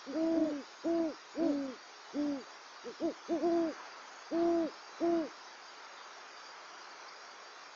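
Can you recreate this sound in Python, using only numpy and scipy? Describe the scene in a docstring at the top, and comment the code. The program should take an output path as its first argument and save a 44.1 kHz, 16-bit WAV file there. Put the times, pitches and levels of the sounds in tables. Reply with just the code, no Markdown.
"""A nest platform at night, where two great horned owls duet. The higher voice (probably the female)
sings two phrases; the lower one overlaps the first and ends it. Each hoot is an arch of pitch from
the syrinx, nearly a pure tone with its octave, echoed weakly by trees and slopes.
Far traffic, faint high pips and microphone hiss lie behind."""
import sys
import numpy as np
from scipy import signal
from scipy.fft import rfft, irfft
from scipy.io import wavfile
from scipy.ndimage import uniform_filter1d

SR = 44100
rng = np.random.default_rng(int(sys.argv[2]) if len(sys.argv) > 2 else 0)


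def to_wav(sig):
    """Store sig (one row per channel, or 1-D mono) as 16-bit WAV at the path in sys.argv[1].

    Samples outside -1..1 are clipped; the rate is SR.
    """
    pcm = np.clip(np.atleast_2d(sig), -1, 1) * 32767
    pcm = np.round(pcm).astype(np.int16)
    wavfile.write(sys.argv[1], SR, pcm.T)  # frames by channels


N = 341775
TIME = np.arange(N) / SR


def gain_of(db):
    """Decibels to amplitude."""
    return 10 ** (np.asarray(db) / 20)


def unit_rms(x):
    """Scales to rms 1."""
    return x / np.sqrt(np.mean(x ** 2) + 1e-20)


def db_at(curve, hz):
    """Interpolates (f/Hz, level/dB) rows over log frequency."""
    curve_hz, curve_db = np.transpose(curve)
    return np.interp(np.log(hz + 1), np.log(curve_hz + 1), curve_db)


def waver(rate_hz):
    """Random drift of rms 1, low-passed at rate_hz."""
    hz = np.fft.rfftfreq(N, 1 / SR)
    white = rfft(rng.standard_normal(N))
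    return unit_rms(irfft(white / np.sqrt(1 + (hz / rate_hz) ** 6), N))


def patchy_noise(spectrum, patchy_db):
    """Coloured noise of rms 1; its level drifts in patches of time and frequency."""
    frames, hz = N // 256 + 5, np.fft.rfftfreq(1024, 1 / SR)
    real, imag, patches = rng.standard_normal((frames, 513, 3)).T
    patches = uniform_filter1d(patches, size=5, axis=0)
    patches = unit_rms(uniform_filter1d(patches, size=14, axis=1))
    bins = (real + 1j * imag) * gain_of(db_at(spectrum, hz)[:, None] + patchy_db * patches)
    return unit_rms(signal.istft(bins, nperseg=1024, noverlap=768)[1][:N])


# Traffic spectrum: f/Hz, relative density/dB
TRAFFIC_SPECTRUM = [(60, -89), (100, -51), (135, -27), (220, -18), (350, -8), (600, -4.5), (900, -0.5),
                    (1350, 0), (1800, -6), (2400, -10.5), (3500, -29), (7000, -47)]
# Traffic swell: t/s, relative level/dB
TRAFFIC_SWELL = [(0.0, -57), (0.02, -54.5), (0.19, -53), (0.78, -55.5), (0.95, -53), (1.31, -55.5),
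                 (1.36, -53.5), (2.09, -55.5), (2.11, -54), (3.21, -55), (3.73, -50), (4.32, -54),
                 (4.36, -50), (4.88, -54), (5.09, -50), (5.39, -54), (7.08, -52.5), (7.75, -54.5)]
# Traffic drones: f/Hz, relative level/dB
TRAFFIC_DRONES = [(357, -76), (416, -72)]


def traffic(wash_gain_db, drone_gain_db, pitch_drift):
    """Far traffic in the valley: a slowly swelling wash with two faint wavering drones."""
    swell_db = np.interp(TIME, *np.transpose(TRAFFIC_SWELL))
    sound = gain_of(swell_db + wash_gain_db) * patchy_noise(TRAFFIC_SPECTRUM, patchy_db=1.0)
    for hz, db in TRAFFIC_DRONES:
        cycles = np.cumsum(hz * (1 + pitch_drift * waver(5.1))) / SR
        sound += gain_of(db + drone_gain_db + 2 * waver(2.2)) * np.sin(2 * np.pi * cycles)
    return sound


def hoot(length_s, pitch_hz, level_db, rise_s, fall_s, crest, sag, fade_db):
    """One arch of tension sets pitch and level; both ease off away from the crest of the push."""
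    onset_s, release_s = 0.0057, 0.012
    t = np.arange(0, length_s, 1 / SR)
    scoop = 1 - .60 * np.maximum(1 - t / rise_s, 0) ** 3.14
    drop = 1 - .64 * np.maximum(1 - (length_s - t) / fall_s, 0) ** 3.62
    off_crest = (t / length_s - crest) ** 2
    hz = pitch_hz * scoop * drop * (1 - sag * off_crest)
    arch_loss_db = 41 * (1 - scoop) + 39 * scoop * (1 - drop)  # level follows pitch
    gate = np.minimum(t / onset_s, 1) * np.minimum((length_s - t) / release_s, 1)
    return hz, gate * gain_of(level_db - fade_db * off_crest - arch_loss_db)


def song(hoots, sag, fade_db):
    """Pitch and envelope of one bird; overlapping hoots slur, the stronger push leading."""
    controls = np.zeros((2, N))
    for start_s, *shape in hoots:
        arch = np.array(hoot(*shape, sag, fade_db))
        span = round(start_s * SR) + np.arange(arch.shape[1])
        controls[:, span] = np.maximum(controls[:, span], arch)
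    return controls


# Soft noise halo around a hoot: f/Hz, relative density/dB
HALO_SPECTRUM = [(30, -15.5), (120, -15.5), (165, -18), (205, -1.5), (320, -2.5), (420, -17.5),
                 (560, -10.5), (640, -13.5), (740, -3.5), (830, -20), (1300, -53.5)]


def syrinx(hz, envelope, throat, third_db, jitter_cycles, slack_cycles, shimmer_db):
    """Three harmonics in faint noise; the puffed throat favours the fundamental at higher pitch."""
    wobble, rasp, flutter, octave_flutter_db = waver(28), waver(90), waver(42), waver(58)
    halo = gain_of(-18) * patchy_noise(HALO_SPECTRUM, patchy_db=-1.0)
    cycles = np.cumsum(hz) / SR
    cycles -= np.maximum.accumulate(cycles * (hz == 0))  # each call starts from rest
    slack = np.clip((245 - hz) / 60, 0, 1)  # slack membranes cycle unevenly at low pitch
    phase = 2 * np.pi * (cycles + jitter_cycles * wobble + slack_cycles * slack * rasp)
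    octave = gain_of(db_at(throat, hz) + octave_flutter_db)
    tone = (np.cos(phase) - octave * np.cos(2 * phase)) / np.sqrt(1 + octave ** 2)
    tone += gain_of(third_db) * np.cos(3 * phase)
    return envelope * gain_of(shimmer_db * flutter) * (np.sqrt(2) * tone + halo)


# Lower owl's hoots: t/s, length/s, nominal f/Hz, nominal level/dB, rise/s, fall/s, crest/length
LOW_HOOTS = [(0.056, 0.11, 285.5, -39.5, 0.04, 0.1, 0.56), (0.337, 0.317, 306, -33.5, 0.0605, 0.095, 0.281),
             (1.384, 0.404, 286.8, -34.2, 0.0823, 0.131, 0.27),
             (2.129, 0.33, 293.8, -33, 0.068, 0.14, 0.28)]
# Its throat response: f/Hz, octave re fundamental/dB
LOW_THROAT = [(200, 14), (235, 3.5), (265, -4.5), (295, -11)]


def low_owl():
    """The lower syrinx: four hoots that sag and fade more steeply."""
    hz, envelope = song(LOW_HOOTS, sag=.37, fade_db=32)
    return syrinx(hz, envelope, LOW_THROAT, third_db=-31,
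                  jitter_cycles=.005, slack_cycles=.028, shimmer_db=1.07)


# Higher owl's hoots: t/s, length/s, nominal f/Hz, nominal level/dB, rise/s, fall/s, crest/length
HIGH_HOOTS = [(0.118, 0.424, 328, -31.0, 0.072, 0.109, 0.47),
              (0.835, 0.32, 335.7, -30.5, 0.052, 0.14, 0.32),
              (1.339, 0.219, 337.5, -30.5, 0.1, 0.159, 0.58), (2.833, 0.11, 251, -40, 0.063, 0.1, 0.51),
              (2.994, 0.141, 370.6, -27, 0.091, 0.168, 0.51), (3.28, 0.16, 363, -28.1, 0.071, 0.205, 0.32),
              (3.381, 0.18, 363.7, -26.5, 0.103, 0.146, 0.76),
              (3.438, 0.31, 340.9, -29.5, 0.113, 0.11, 0.28),
              (4.304, 0.41, 340.3, -29.5, 0.055, 0.121, 0.418),
              (4.996, 0.31, 340.8, -29.5, 0.054, 0.16, 0.28)]
# Its throat response: f/Hz, octave re fundamental/dB
HIGH_THROAT = [(200, 17), (245, 9), (280, -0.5), (310, -4), (345, -7.5)]


def high_owl():
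    """The higher syrinx: two louder phrases, the second with a slurred run."""
    hz, envelope = song(HIGH_HOOTS, sag=.26, fade_db=19.5)
    return syrinx(hz, envelope, HIGH_THROAT, third_db=-26,
                  jitter_cycles=.007, slack_cycles=.04, shimmer_db=0.64)


def hillside_echo(sound, t60_s, wet_db):
    """Trees and slopes scatter a weak, sparse echo."""
    taps_per_s, predelay_s = 2000, .012
    t = np.arange(SR) / SR
    taps = rng.standard_normal(SR) * (rng.random(SR) < taps_per_s / SR)
    taps *= (t > predelay_s) * gain_of(-60 * t / t60_s)
    return gain_of(wet_db) * signal.fftconvolve(sound, taps / np.linalg.norm(taps))[:N]


# Clearer pips: t/s, relative level/dB
CLEAR_PIPS = [(2.4119, -51), (3.4421, -50.5), (3.9295, -51), (6.3091, -54), (6.5116, -51), (6.9122, -48.5),
              (7.0888, -47), (7.3153, -50), (7.4764, -48.5)]


def pips(faint_db, clear_gain_db, hz, waver_hz, per_s, length_s):
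    """Irregular high pips, perhaps insects: brief swells of a wavering tone, a few clearer."""
    gap, size = rng.standard_normal((120, 2)).T
    times_s = np.cumsum(np.exp(.45 * gap)) / per_s
    gains = gain_of(faint_db + 4.2 * np.minimum(size, 1.5))
    pulses = np.bincount((times_s * SR).astype(int), gains, minlength=N)[:N]
    for time_s, db in CLEAR_PIPS:
        pulses[round(time_s * SR)] += gain_of(db + clear_gain_db)
    swells = signal.oaconvolve(pulses, signal.windows.hann(int(length_s * SR)), "same")
    phase = 2 * np.pi * np.cumsum(hz + waver_hz * waver(120)) / SR
    return swells * np.sqrt(2) * np.sin(phase)


def scene():
    """Both owls and their echo over traffic and pips; mono."""
    owls = high_owl() + low_owl()  # overlapping fundamentals beat
    night = traffic(wash_gain_db=1.0, drone_gain_db=0.5, pitch_drift=.006)
    night += pips(faint_db=-63.5, clear_gain_db=-6.5, hz=4770, waver_hz=90, per_s=11, length_s=0.024)
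    return (owls + hillside_echo(owls, t60_s=0.45, wet_db=-24) + night)[None]


# Microphone hiss: f/Hz, relative density/dB
HISS_SPECTRUM = [(70, -53.5), (300, -22.5), (1500, -3), (2300, -2), (3700, -1), (4200, 0.5), (4450, -0.5),
                 (4780, 5.5), (5080, -1.5), (5500, 3), (5900, -3), (6750, -2.5), (6900, -19.5), (7400, -20)]


def record(dry):
    """A small microphone adds hiss; a steep low-pass limits the band."""
    cutoff_hz = 7500
    hiss = gain_of(-57) * patchy_noise(HISS_SPECTRUM, patchy_db=3.0)
    low_pass = signal.firwin(511, cutoff_hz, window=("kaiser", 9), fs=SR)
    return signal.oaconvolve(dry + hiss, low_pass[None], "same")


dry = scene()
out = record(dry)
to_wav(out)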